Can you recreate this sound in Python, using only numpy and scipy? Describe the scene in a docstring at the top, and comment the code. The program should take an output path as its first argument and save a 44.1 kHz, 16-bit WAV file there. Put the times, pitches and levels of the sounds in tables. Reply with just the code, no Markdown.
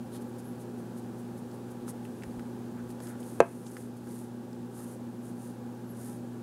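"""A spoon scrapes and ticks against a plastic spice container, close by in a small kitchen.
The scrapes are many tiny collisions, with a few judders and thin squeaks where the spoon sticks and slips.
The hand makes soft bumps, one hollow knock rings the container, and powder hisses as it is tipped.
A motor, likely a refrigerator, hums throughout, with a rush of air and a faint hiss."""
import sys
import numpy as np
from scipy import signal
from scipy.fft import rfft, irfft
from scipy.io import wavfile

SR = 44100
rng = np.random.default_rng(int(sys.argv[2]) if len(sys.argv) > 2 else 0)


def wrap_up_sound(samples):
    """Save the sound to the file named by the first command line argument, as 16-bit audio."""
    columns = np.atleast_2d(samples).T
    # keep every value between -1 and 1, then stretch to whole-number steps
    tamed = np.clip(columns, -1, 1)
    steps = np.round(tamed * 32767).astype(np.int16)
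    wavfile.write(sys.argv[1], SR, steps)


N = 283122
T = np.arange(N) / SR


def from_db(db):
    """Turn decibels into a number to multiply by."""
    return 10 ** (np.asarray(db) / 20)


def rms_one(x):
    """Scale a sound so that its average strength (rms) is 1."""
    return x / np.sqrt(np.mean(x ** 2) + 1e-20)


def band(x, low_hz, high_hz):
    """Keep the part of a sound between two frequencies."""
    return signal.sosfilt(signal.butter(2, [low_hz, high_hz], "band", fs=SR, output="sos"), x + 1e-18)


def band_noise(low_hz, high_hz):
    """Steady noise between two frequencies, at strength 1."""
    return rms_one(band(rng.standard_normal(N), low_hz, high_hz))


def colour(x, spectrum):
    """Shape a sound's lows and highs, dropping 36 dB an octave past the table's ends; strength 1."""
    hz, db = np.transpose(spectrum)
    octave, listed = np.log2(np.fft.rfftfreq(N, 1 / SR) + 1), np.log2(hz)
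    beyond = np.abs(octave - np.clip(octave, listed[0], listed[-1]))
    shape = from_db(np.interp(octave, listed, db) - 36 * beyond)
    return rms_one(irfft(rfft(x) * shape, N))


def tones(base_hz, multiples):
    """Steady pure tones at whole multiples of one frequency."""
    return sum(np.sqrt(2) * from_db(db) * np.sin(2 * np.pi * (k * base_hz * T + rng.random()))
               for k, db in multiples)


def swell(middle, length, db):
    """The rounded rise and fall of one hand movement."""
    return from_db(db) * np.exp(-np.minimum(np.abs(2 * (T - middle) / length) ** 2.24, 50))


def clicks(times, db):
    """One sharp push for each contact."""
    force = np.zeros(N)
    force[np.round(np.asarray(times) * SR).astype(int)] = from_db(db)
    return force


def burst(force, low_hz, high_hz, t60):
    """Each push sets off a puff of noise that fades by 60 dB in t60 seconds."""
    t = T[T < t60]
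    tail = band(rng.standard_normal(len(t)), low_hz, high_hz) * from_db(-60 * t / t60)
    return signal.oaconvolve(force, tail / np.linalg.norm(tail))[:N]


def ring(force, hz, t60):
    """Each push sets off a pure tone that fades by 60 dB in t60 seconds."""
    decay, angle = from_db(-60 / (t60 * SR)), 2 * np.pi * hz / SR
    return signal.lfilter([0, np.sin(angle)], [1, -2 * decay * np.cos(angle), decay ** 2], force + 1e-18)


def delayed(x, delay_s):
    """The same sound, arriving later."""
    return np.interp(T - delay_s, T, x, left=0)


# The motor's magnetic hum. Each row: multiple of the mains frequency, level in dB.
MAINS_HUM = [(2, -48.5), (4, -44), (6, -62.5)]
# That hum slowly sags and rises. Each row: time in seconds, level change in dB.
HUM_DRIFT = [(0, 0), (2.4, -0.5), (4.5, 0.26), (6.4, 1.4)]
# The compressor's hum. Each row: multiple of its turning speed, level in dB.
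COMPRESSOR_HUM = [(3, -58.5), (4, -65), (5, -60), (6, -54), (7, -60.5)]
# The steady rush of air. Each row: frequency in Hz, relative level in dB.
AIR_RUSH = [(25, -26), (60, -22), (125, -8), (165, -7.5), (200, 0.5), (222, -2), (243, 4), (275, -5),
            (300, -8.5), (335, -3.5), (420, -7), (465, -13), (497, -5), (530, -10.5), (690, -19),
            (760, -13.5), (850, -11), (900, -19.5), (960, -16.5), (1060, -23.5), (1620, -24), (2000, -36)]
def refrigerator(mains_hz, compressor_hz, rush_db):
    """A motor hums amid rushing air; the slightly slower compressor makes the hum pulse."""
    drift = from_db(np.interp(T, *np.transpose(HUM_DRIFT)))
    hum = tones(mains_hz, MAINS_HUM) * drift
    compressor = tones(compressor_hz, COMPRESSOR_HUM)
    fan_whine = tones(base_hz=1135, multiples=[(1, -71.5)])
    air = from_db(rush_db) * colour(rng.standard_normal(N), AIR_RUSH)
    return hum + compressor + fan_whine + air


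# The background hiss. Each row: frequency in Hz, relative level in dB.
FAINT_HISS = [(1800, -5), (2400, -1), (3100, -2), (5500, -5), (10000, -4.5), (15500, -11)]
def faint_hiss(level_db):
    """An even, high noise lies behind everything."""
    return from_db(level_db) * colour(rng.standard_normal(N), FAINT_HISS)


# Fine grains rubbing on plastic. Each row: frequency in Hz, relative level in dB.
GRAIN_HISS = [(4000, -47), (5500, -22), (6500, -7), (7800, -4.5), (8700, 3), (10000, 3.5), (11500, 0),
              (13000, -4.5), (15500, -15)]
def friction(strokes, grains_per_s, grain_db, rasp_share, wall_db):
    """Many tiny collisions hiss, and a lower rasp stirs the container's wall, in swelling strokes."""
    sizes = from_db(grain_db * np.minimum(rng.exponential(1, N), 4))
    grains = rng.standard_normal(N) * sizes * (rng.random(N) < grains_per_s / SR)
    hiss = colour(grains, GRAIN_HISS)
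    wall = from_db(wall_db) * rms_one(band(grains, 840, 2070))
    rasp = rms_one(band(grains, 2750, 8300)) + wall
    movement = sum(swell(*stroke) for stroke in strokes)
    return ((1 - rasp_share) * hiss + rasp_share * rasp) * movement


# Strokes of the spoon. Each row: middle in seconds, length in seconds, relative level in dB.
SPOON_STROKES = [(.152, 0.058, -52), (.222, .024, -57.5), (.394, .027, -54.5), (.613, .04, -57.5),
                 (.795, .05, -63), (.984, .031, -54.5), (1.195, 0.055, -62), (1.382, .035, -58.5),
                 (1.545, 0.034, -60), (1.715, .025, -58), (1.894, 0.035, -45), (2.055, 0.02, -61),
                 (2.25, 0.46, -66), (2.908, 0.043, -55.5), (3.035, 0.044, -52.5), (3.09, 0.075, -53),
                 (3.205, .013, -53)]
def spoon_scrapes():
    """The spoon rubs to and fro on the plastic."""
    return friction(SPOON_STROKES, grains_per_s=8700, grain_db=1.5, rasp_share=0.28, wall_db=-1.5)


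# Judders along the rim. Each row: middle in seconds, length in seconds, level in dB, pitch in Hz.
RIM_JUDDERS = [(0.154, .06, -61.5, 3700), (2.787, .05, -57.5, 1450), (3.098, 0.12, -58.5, 1510),
               (3.675, 0.039, -57.5, 7000), (4.81, 0.06, -58, 1280)]
def spoon_judders(spread):
    """The spoon slips unevenly, keeping one rough note sounding for a moment."""
    return sum(swell(middle, length, db) * band_noise(hz / spread, hz * spread)
               for middle, length, db, hz in RIM_JUDDERS)


# Thin squeaks. Each row: middle in seconds, length in seconds, relative level in dB,
# how much louder the upper tone is than the lower in dB.
SPOON_SQUEAKS = [(.29, .04, -71, -3), (.475, 0.087, -65, -3), (5.905, 0.051, -62, 4)]
def spoon_squeaks(pitches_hz, width_hz):
    """The spoon sticks and slips, singing in two thin, rough tones."""
    low, high = [band_noise(hz - width_hz / 2, hz + width_hz / 2) for hz in pitches_hz]
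    return sum(swell(middle, length, db) * (from_db(-tilt / 2) * low + from_db(tilt / 2) * high)
               for middle, length, db, tilt in SPOON_SQUEAKS)


# Light touches of spoon on container. Each row: start in seconds, relative level in dB,
# extra level for the bright crack in dB, pitch of the clack in Hz.
SPOON_TICKS = [(1.514, -60.5, 12, 3500), (1.8798, -35, -12, 1090), (2.052, -41.5, -11, 2280),
               (2.2231, -42, -8, 2200), (2.2353, -36, -4.5, 1980), (2.3949, -37.5, -9, 1480),
               (2.9036, -50, 5, 1600), (3.003, -33, -9, 900), (3.07, -46, 6, 1490), (3.229, -48, 1, 3000),
               (3.6665, -44, 2, 3500), (3.768, -33, -8, 1550), (4.072, -37.5, -16, 1230),
               (4.53, -51, 5, 3900), (4.79, -45, -3, 1300)]
def spoon_ticks(body_db, tail_db, crack_db, tail_t60, spread):
    """Each touch gives a bright crack and a clack that the fingers quickly deaden."""
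    body = 0
    for start, db, _, hz in SPOON_TICKS:
        touch = clicks([start], db)
        clack = band(touch, hz / spread, hz * spread)
        clack *= from_db(db) / np.linalg.norm(clack)
        tail = burst(touch, hz / spread, hz * spread, tail_t60)
        body += clack + from_db(tail_db) * tail
    starts, levels_db, bright_db, _ = np.transpose(SPOON_TICKS)
    crack = burst(clicks(starts, levels_db + bright_db), 2800, 11000, t60=0.027)
    return from_db(body_db) * body + from_db(crack_db) * crack


# Bumps of the hand. Each row: middle in seconds, length in seconds, level in dB.
HAND_BUMPS = [(2.28, 0.035, -47), (2.385, .045, -51), (2.86, .1, -57), (3.412, .03, -48)]
def hand_bumps():
    """The hand makes low, soft thumps."""
    return band_noise(45, 106) * sum(swell(*bump) for bump in HAND_BUMPS)


# Slides of powder. Each row: middle in seconds, length in seconds, relative level in dB.
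POWDER_SLIDES = [(3.29, .18, -56), (3.54, 0.28, -60.5), (3.77, 0.2, -54.5), (3.975, .027, -60),
                 (4.16, 0.2, -54), (4.8, .12, -52.5), (4.91, 0.1, -55), (5.27, 0.094, -57.5),
                 (5.45, 0.15, -56.5), (6.06, .21, -53)]
def sliding_powder():
    """Powder hisses over the plastic each time the container tips."""
    return friction(POWDER_SLIDES, grains_per_s=6500, grain_db=-4.5, rasp_share=0.26, wall_db=-1)


# The one hollow knock. Each row: start in seconds, relative level in dB.
KNOCK = [(3.4035, 2.5)]
# The container's own notes. Each row: pitch in Hz, relative level in dB, seconds to fade by 60 dB.
CONTAINER_NOTES = [(382, -24, 0.17), (454, -10.5, .042), (502, -6.5, 0.027), (567, -5.5, 0.026),
                   (678, -16.5, 0.084), (818, -17.5, 0.031), (956, -12, 0.016), (1130, -20, 0.021),
                   (1280, -21.5, 0.021), (1587, -21.5, 0.035), (1730, -30, .02), (2100, -26, 0.018),
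                   (2292, -28, .02), (2550, -17.5, 0.019)]
def container_knock(crack_db, clack_db, thud_db):
    """A firm blow rings the whole container, with a brief crack, a clack of its walls and a dull thud."""
    force = clicks(*np.transpose(KNOCK))
    body = sum(from_db(db) * ring(force, hz, t60) for hz, db, t60 in CONTAINER_NOTES)
    body = band(body, 435, 2500)  # the blunt contact softens the highs
    crack = burst(force, 5900, 9400, t60=0.012)
    clack = burst(force, 1000, 2630, t60=0.041)
    thud = band(ring(force, 155, t60=0.062), 88, 430)
    return body + from_db(crack_db) * crack + from_db(clack_db) * clack + from_db(thud_db) * thud


# Echoes from nearby surfaces. Each row: delay in seconds, relative level in dB.
NEAR_ECHOES = [(.00597, -14.5), (0.0107, -16), (0.0214, -22), (.03557, -40)]
def kitchen_echo(x, tail_db, t60, dull_hz):
    """Sound bounces back as a few dull echoes, then a faint, short tail from the walls."""
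    echoes = sum(from_db(db) * delayed(x, delay_s) for delay_s, db in NEAR_ECHOES)
    dulled = signal.sosfilt(signal.butter(1, dull_hz, fs=SR, output="sos"), echoes)
    return dulled + from_db(tail_db) * burst(delayed(x, 0.015), 680, 2800, t60)


def scene():
    """Mix the handling sounds and their echoes with the hum and hiss, in one channel."""
    handling = from_db(1.0) * spoon_scrapes() + from_db(1.6) * sliding_powder()
    handling += spoon_squeaks(pitches_hz=(10130, 11630), width_hz=230)
    handling += spoon_judders(spread=1.23)
    handling += container_knock(crack_db=-12, clack_db=-12.5, thud_db=-29)
    handling += spoon_ticks(body_db=9.5, tail_db=-1, crack_db=11, tail_t60=0.027, spread=1.3)
    background = refrigerator(mains_hz=60, compressor_hz=59.03, rush_db=-44) + faint_hiss(level_db=-63)
    room = kitchen_echo(handling, tail_db=-27, t60=0.24, dull_hz=2020)
    return (handling + room + hand_bumps() + background)[None]


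def gain_control(x, threshold_db, slope, release_db_per_s):
    """A loud peak turns the volume down a little; it creeps back over seconds."""
    over_db = np.maximum(20 * np.log10(np.abs(x) + 1e-9) - threshold_db, 0)
    release_db = release_db_per_s * T
    held_db = np.maximum.accumulate(over_db + release_db, axis=-1) - release_db
    return x * from_db(-slope * held_db)


def record(dry):
    """Ease the volume after loud peaks, round the peaks off and cut the very highest sounds."""
    ceiling, cutoff_hz = 0.97, 15750
    levelled = gain_control(dry, threshold_db=-22.0, slope=0.094, release_db_per_s=5.0)
    rounded = ceiling * np.tanh(levelled / ceiling)
    return signal.sosfilt(signal.ellip(12, .1, 70, cutoff_hz, fs=SR, output="sos"), rounded)


dry = scene()
out = record(dry)
wrap_up_sound(out)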